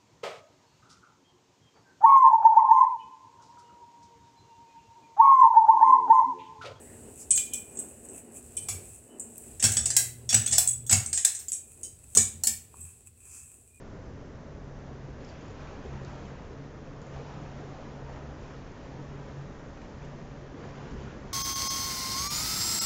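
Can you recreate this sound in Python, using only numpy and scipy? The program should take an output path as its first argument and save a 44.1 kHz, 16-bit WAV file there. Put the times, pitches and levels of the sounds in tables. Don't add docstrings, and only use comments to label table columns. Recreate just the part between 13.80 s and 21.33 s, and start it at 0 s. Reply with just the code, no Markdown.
import sys
import numpy as np
from scipy import signal
from scipy.fft import rfft, irfft, next_fast_len
from scipy.io import wavfile
from scipy.ndimage import map_coordinates

SR = 44100
rng = np.random.default_rng(int(sys.argv[2]) if len(sys.argv) > 2 else 0)


def pcm_store(signal):
    levels = np.round(np.clip(np.atleast_2d(signal), -1, 1) * 32767)
    wavfile.write(sys.argv[1], SR, levels.astype(np.int16).T)


N = 332073

# frequency_hz, relative_db
SURGE_EQ = [(8, -11.5), (25, 5), (55, -1.5), (90, -4), (200, -44)]
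RUMBLE_EQ = [(15, -9), (50, 1), (100, -0.5), (140, -2.5), (200, -4), (285, -4.5), (340, -7), (570, -7.5),
             (720, -14), (1100, -17), (1350, -20), (1800, -21.5), (2500, -30.5), (4000, -36.5),
             (8000, -64.5)]
GULP_EQ = [(60, -21.5), (125, 2.5), (280, 1.5), (325, -5), (420, -1.5), (570, -5.5), (750, -10.5),
           (1500, -41.5)]
CHURN_EQ = [(300, -25.5), (550, -11), (720, -0.5), (920, -0.5), (1080, -5), (1300, -12.5), (2000, -27.5)]
FROTH_EQ = [(700, -20), (1050, -0.5), (1300, 1.5), (1850, -2.5), (2200, -10), (3000, -18.5), (6000, -41)]
SPRAY_EQ = [(1200, 1), (2400, 6), (3200, 3), (4200, -1), (5500, -2), (7000, -3.5), (8000, -20)]
HISS_EQ = [(1000, -5), (4000, -4), (5000, 4), (6300, 5), (7000, -2), (7600, -19.5)]
# time_s, relative_db
SURGE_RIDE = [(0, -47.5), (.9, -50), (1.6, -54), (2.15, -48.5), (2.8, -52.5), (3.4, -53.5), (3.95, -54.5),
              (4.3, -54), (5.75, -49.5), (6.4, -50.5), (7.08, -55), (7.15, -44.5), (7.27, -53.5),
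              (7.53, -48.5)]
# time_s, level_db
HUM_RIDE = [(0, -60), (.55, -54.5), (1.06, -49), (1.22, -47), (1.38, -51.5), (1.58, -47.5), (1.74, -60.5),
            (1.87, -49.5), (1.95, -59), (2.16, -43), (2.36, -48.5), (2.54, -46), (2.67, -64), (2.78, -47),
            (3.0, -53.5), (3.14, -50.5), (3.35, -47), (3.95, -47.5), (4.8, -50), (5.02, -63), (5.16, -42.5),
            (5.45, -47.5), (6.1, -60.5), (6.3, -46.5), (6.65, -50.5), (6.78, -58.5), (6.9, -47), (7.1, -52),
            (7.53, -54)]
SHAFT_RIDE = [(0, -58), (1.6, -52.5), (2.15, -53.5), (2.9, -61), (3.7, -51.5), (3.94, -72), (4.1, -52),
              (4.5, -47.5), (4.7, -60), (6.6, -62.5), (7.2, -56), (7.53, -52)]
# pitch_hz, relative_db
WHINES = [(98.5, -60), (119.5, -60), (238, -63), (278, -62), (388, -64), (418, -64), (545, -66), (994, -69),
          (1867, -72.5)]
# start_s, length_s, gulp_db, churn_db, froth_db, spray_db
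FLURRY_CUES = [(0.952, 0.49, -15, -17, -10.5, -8), (1.387, 0.23, -10, -4, -7, -2.5),
               (1.588, 0.14, -5, -6, -3.5, -3.5), (1.77, 0.16, -7, -1, -1, -2.5),
               (2.017, 0.18, 1, -1.5, -1, -3), (2.238, 0.18, 0, -3.5, -2.5, -.5),
               (3.006, 0.2, -10.5, -5, -15, -15.5), (3.206, 0.081, -17, -6, -6.5, -5.5),
               (3.298, 0.08, -7.5, 1, 0, -0.5), (3.425, 0.24, -6, -1, -4.5, -3.5),
               (3.74, 0.4, -1.5, -1.5, -4, -5), (4.264, 0.13, -4, -1, -1, -5.5),
               (4.581, 0.11, -8, -12, -10, -3), (4.948, 0.53, -7, -5, -8, -7.5),
               (5.408, 0.12, -8, -6.5, -5.5, -6), (5.975, 0.034, -10, -22, -18, -7.5),
               (6.212, 0.065, -1, -7, -11, -7), (6.758, 0.1, 0.5, 1.5, -.5, -1),
               (6.934, 0.16, 1, -8, -1.5, -1.5), (7.158, 0.098, -3, -6.5, 1.5, -2),
               (7.455, .07, -4, -6, -9, -10)]
# frequency_hz, t60_s
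BASIN_DECAY = [(100, 0.61), (1000, 0.38), (7000, 0.37)]
# start_s, slap_relative_db, slap_pitch_hz, pocket_db, pocket_pitch_hz, pocket_t60_s
KICK_CUES = [(1.075, -42.5, 800, -56, 137, 0.51), (1.628, -36.5, 237, -41, 139, .2),
             (1.787, -43, 1320, -49, 110, 0.28), (2.049, -34, 403, -38, 69, 0.37),
             (2.115, -41.5, 290, -40, 111, 0.17), (2.325, -41, 740, -48, 136, 0.33),
             (3.35, -43, 880, -41, 72.7, 0.6), (3.384, -44, 467, -40, 152, 0.16),
             (3.595, -40, 290, -44, 138, .3), (3.985, -39, 620, -48, 137, .3),
             (4.283, -38, 600, -63, 77.4, 0.32), (4.36, -43, 710, -54, 75.5, .4),
             (5.184, -36, 248, -48, 129, 0.38), (5.559, -52, 300, -36, 140, 0.49),
             (6.737, -35.5, 269, -63, 132, .3), (6.84, -38.5, 516, -40, 98, 0.43),
             (7.116, -40, 300, -31, 64.5, 0.42), (7.197, -35, 330, -49, 71, .2),
             (7.236, -35, 210, -31.5, 132, 0.25), (7.339, -38, 230, -51, 130, .2)]
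# start_s, pitch_hz, ring_db, crack_db, t60_s
TICK_CUES = [(1.448, 5170, -47, -50, 0.016), (1.48, 4870, -52, -52.5, 0.018),
             (1.49, 5130, -53, -53.5, 0.023), (1.498, 4600, -52.5, -54, .02),
             (1.682, 6920, -55.5, -55.5, 0.017), (1.873, 2300, -45.5, -59, .02),
             (2.249, 3670, -46.5, -47.5, .011), (3.074, 2580, -52, -57.5, .014),
             (3.217, 6520, -54, -49.5, 0.012), (3.268, 6980, -52.5, -64.5, 0.012),
             (4.361, 2090, -46, -52, 0.0094), (5.974, 2410, -52.5, -60, 0.028),
             (6.017, 2420, -50, -53.5, .026), (6.22, 2640, -48.5, -57.5, 0.014),
             (6.25, 2820, -52, -51.5, 0.017)]
# start_s, length_s, start_pitch_hz, end_pitch_hz, level_db
GLOOP_CUES = [(1.624, .045, 301, 215, -44.5), (1.665, 0.094, 113, 87, -42.5), (1.85, .06, 1320, 1386, -56),
              (1.965, 0.053, 269, 302, -43), (2.05, 0.047, 411, 550, -49), (2.14, .04, 304, 324, -49),
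              (2.415, .035, 308, 340, -45), (3.342, 0.04, 790, 1050, -50), (3.39, 0.041, 480, 442, -42.5),
              (4.445, 0.021, 560, 493, -49), (6.8, 0.067, 468, 586, -48.5), (7.102, 0.074, 324, 167, -41.5),
              (7.145, 0.035, 326, 470, -43.5)]

SHAFT_HZ = 69.4
RISE_S, CLEAR_DB_PER_S = 0.049, 27.5
LINGER_DB, LINGER_DB_PER_S = -13, 0.5
TICK_WIDTH_HZ = 150
BAND_LIMIT_HZ = 7650


def amp(db):
    return 10 ** (np.asarray(db) / 20)


def unit(x):
    return x / np.sqrt(np.mean(x ** 2) + 1e-20)


def along(points, hz):
    knots_hz, values = np.transpose(points)
    return np.interp(np.log(hz + 1), np.log(knots_hz + 1), values)


def fader(ride):
    return np.interp(np.arange(N) / SR, *np.transpose(ride))


def wobble(rate):
    return map_coordinates(rng.standard_normal(400), [np.arange(N) * rate / SR + 2], mode="mirror")


def filtered(x, response):
    size = next_fast_len(N + 8192)
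    return irfft(rfft(x, size) * response(np.fft.rfftfreq(size, 1 / SR)), size)[:N]


def coloured(x, eq):
    return unit(filtered(x, lambda hz: amp(along(eq, hz))))


def add(track, start_s, sound):
    part = track[max(round(start_s * SR), 0):][:len(sound)]
    part += sound[:len(part)]


def water():
    rumble = amp(-46.5) * coloured(rng.standard_normal(N), RUMBLE_EQ)
    surge = amp(fader(SURGE_RIDE) - 1.0) * coloured(rng.standard_normal(N), SURGE_EQ)
    return rumble + surge


def tone(hz, drift_hz):
    turns = rng.random() + np.cumsum(hz + drift_hz * wobble(7)) / SR
    return np.sqrt(2) * np.sin(2 * np.pi * turns)


def pump():
    shaft = amp(fader(SHAFT_RIDE) + 0.5 * wobble(8)) * tone(SHAFT_HZ, drift_hz=2.5)
    hum = amp(fader(HUM_RIDE) + 2.0 * wobble(13)) * tone(2 * SHAFT_HZ, drift_hz=2.8)
    whine = sum(amp(db - 5.0 + 4.1 * wobble(3)) * tone(hz, drift_hz=0.97) for hz, db in WHINES)
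    return shaft + hum + whine


def flurry(start_s, length_s):
    age_s = np.arange(N) / SR - start_s
    release_s = np.maximum(age_s - length_s, 0)
    clearing = amp(-CLEAR_DB_PER_S * release_s) ** 2
    lingering = amp(LINGER_DB - LINGER_DB_PER_S * release_s) ** 2
    return np.clip(age_s / RISE_S, 0, 1) * (clearing + lingering)


def bubbles(low_hz, high_hz, q, spread_db, glide, count, samples):
    when, pitch_draw, gain_draw = rng.random((count, 3)).T[:, :, None]
    hz = low_hz * (high_hz / low_hz) ** pitch_draw
    turns = hz * np.arange(samples) / SR
    age = turns / q
    ring = np.sin(2 * np.pi * turns * (1 + glide * age)) * np.exp(-np.pi * age)
    spread = np.minimum(-np.log(1 - gain_draw), np.pi)
    gain = amp(spread_db * spread) * hz / low_hz
    positions = (when * N).astype(int) + np.arange(samples)
    return unit(np.bincount(positions.ravel(), (gain * ring).ravel(), N)[:N])


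def basin(x, wet_db):
    wet, block = np.zeros(N), SR // 10
    for start in range(0, N, block):
        hz, t, noise = signal.stft(rng.standard_normal(SR // 4), SR, nperseg=256)
        decay = amp(-60 * t / along(BASIN_DECAY, hz)[:, None])
        _, tail = signal.istft(noise * decay, SR, nperseg=256)
        add(wet, start / SR, signal.fftconvolve(x[start:start + block], tail / np.linalg.norm(tail)))
    return x + amp(wet_db) * wet


def cloud(near, eq, wash_db):
    echoing = unit(basin(near, wet_db=-0.5))
    return coloured(echoing + amp(wash_db) * rng.standard_normal(N), eq)


def swell(power, calm_db, flurry_db):
    return np.sqrt(amp(calm_db) ** 2 + amp(flurry_db) ** 2 * power)


def wake():
    gulp_power, churn_power, froth_power, spray_power = sum(
        np.outer(amp(levels_db) ** 2, flurry(start_s, length_s))
        for start_s, length_s, *levels_db in FLURRY_CUES)
    large = bubbles(111.6, 704, q=9.4, spread_db=-2.0, glide=0.031, count=1800, samples=2600)
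    gulps = cloud(large, GULP_EQ, wash_db=-7.0) * swell(gulp_power, calm_db=-53, flurry_db=-50.5)
    medium = bubbles(500, 1402, q=15, spread_db=-0.5, glide=0.073, count=2000, samples=1400)
    churn = cloud(medium, CHURN_EQ, wash_db=-0.5) * swell(churn_power, calm_db=-69, flurry_db=-55.5)
    small = bubbles(1000, 3000, q=20, spread_db=0.0, glide=0.021, count=3000, samples=1100)
    froth = cloud(small, FROTH_EQ, wash_db=3.0) * swell(froth_power, calm_db=-66.5, flurry_db=-58)
    tiny = bubbles(1800, 7500, q=24, spread_db=1.0, glide=0.0027, count=7000, samples=650)
    spray = cloud(tiny, SPRAY_EQ, wash_db=6.5) * swell(spray_power, calm_db=-72, flurry_db=-60)
    return gulps + churn + froth + spray


def kicks():
    track, t = np.zeros(N), np.arange(SR // 2) / SR
    for start_s, slap_db, slap_hz, pocket_db, pocket_hz, pocket_t60_s in KICK_CUES:
        noise = rng.standard_normal(N)
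        band = unit(filtered(noise, lambda hz: 1 / (1 + ((hz - slap_hz) / (0.34 * slap_hz)) ** 4)))
        splash = 0.44 * band[:len(t)] * amp(-60 * t / 0.28)
        knock = 0.21 * np.sin(2 * np.pi * slap_hz * t) * amp(-60 * t / 0.12)
        slap = (knock + splash) * (1 - np.exp(-t / 0.0028))
        pocket_envelope = amp(-60 * t / pocket_t60_s) * (1 - np.exp(-t / 0.012))
        pocket = np.sin(2 * np.pi * pocket_hz * t) * pocket_envelope
        add(track, start_s, amp(slap_db) * slap + amp(pocket_db) * pocket)
    return track


def ticks():
    track, t = np.zeros(N), np.arange(SR // 10) / SR
    for start_s, pitch_hz, ring_db, crack_db, t60_s in TICK_CUES:
        crack, scatter = rng.standard_normal((2, len(t)))
        phase_blur = np.cumsum(scatter) * np.sqrt(2 * np.pi * TICK_WIDTH_HZ / SR)
        ring = np.sin(2 * np.pi * pitch_hz * t + phase_blur)
        add(track, start_s, (amp(ring_db) * ring + amp(crack_db) * crack) * amp(-60 * t / t60_s))
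    return basin(track, wet_db=-2.5)


def gloops():
    track = np.zeros(N)
    for start_s, length_s, start_hz, end_hz, level_db in GLOOP_CUES:
        progress = np.linspace(0, 1, int(length_s * SR))
        turns = np.cumsum(start_hz + (end_hz - start_hz) * progress) / SR
        envelope = np.sin(np.pi * progress ** 0.7)
        add(track, start_s, amp(level_db) * np.sin(2 * np.pi * turns) * envelope)
    return basin(track, wet_db=-13.5)


def scene():
    return (water() + pump() + wake() + kicks() + gloops() + ticks())[None]


def record(dry):
    hiss = amp(-70.5) * coloured(rng.standard_normal(N), HISS_EQ)
    return filtered(dry[0] + hiss, lambda hz: hz < BAND_LIMIT_HZ)[None]


dry = scene()
out = record(dry)
pcm_store(out)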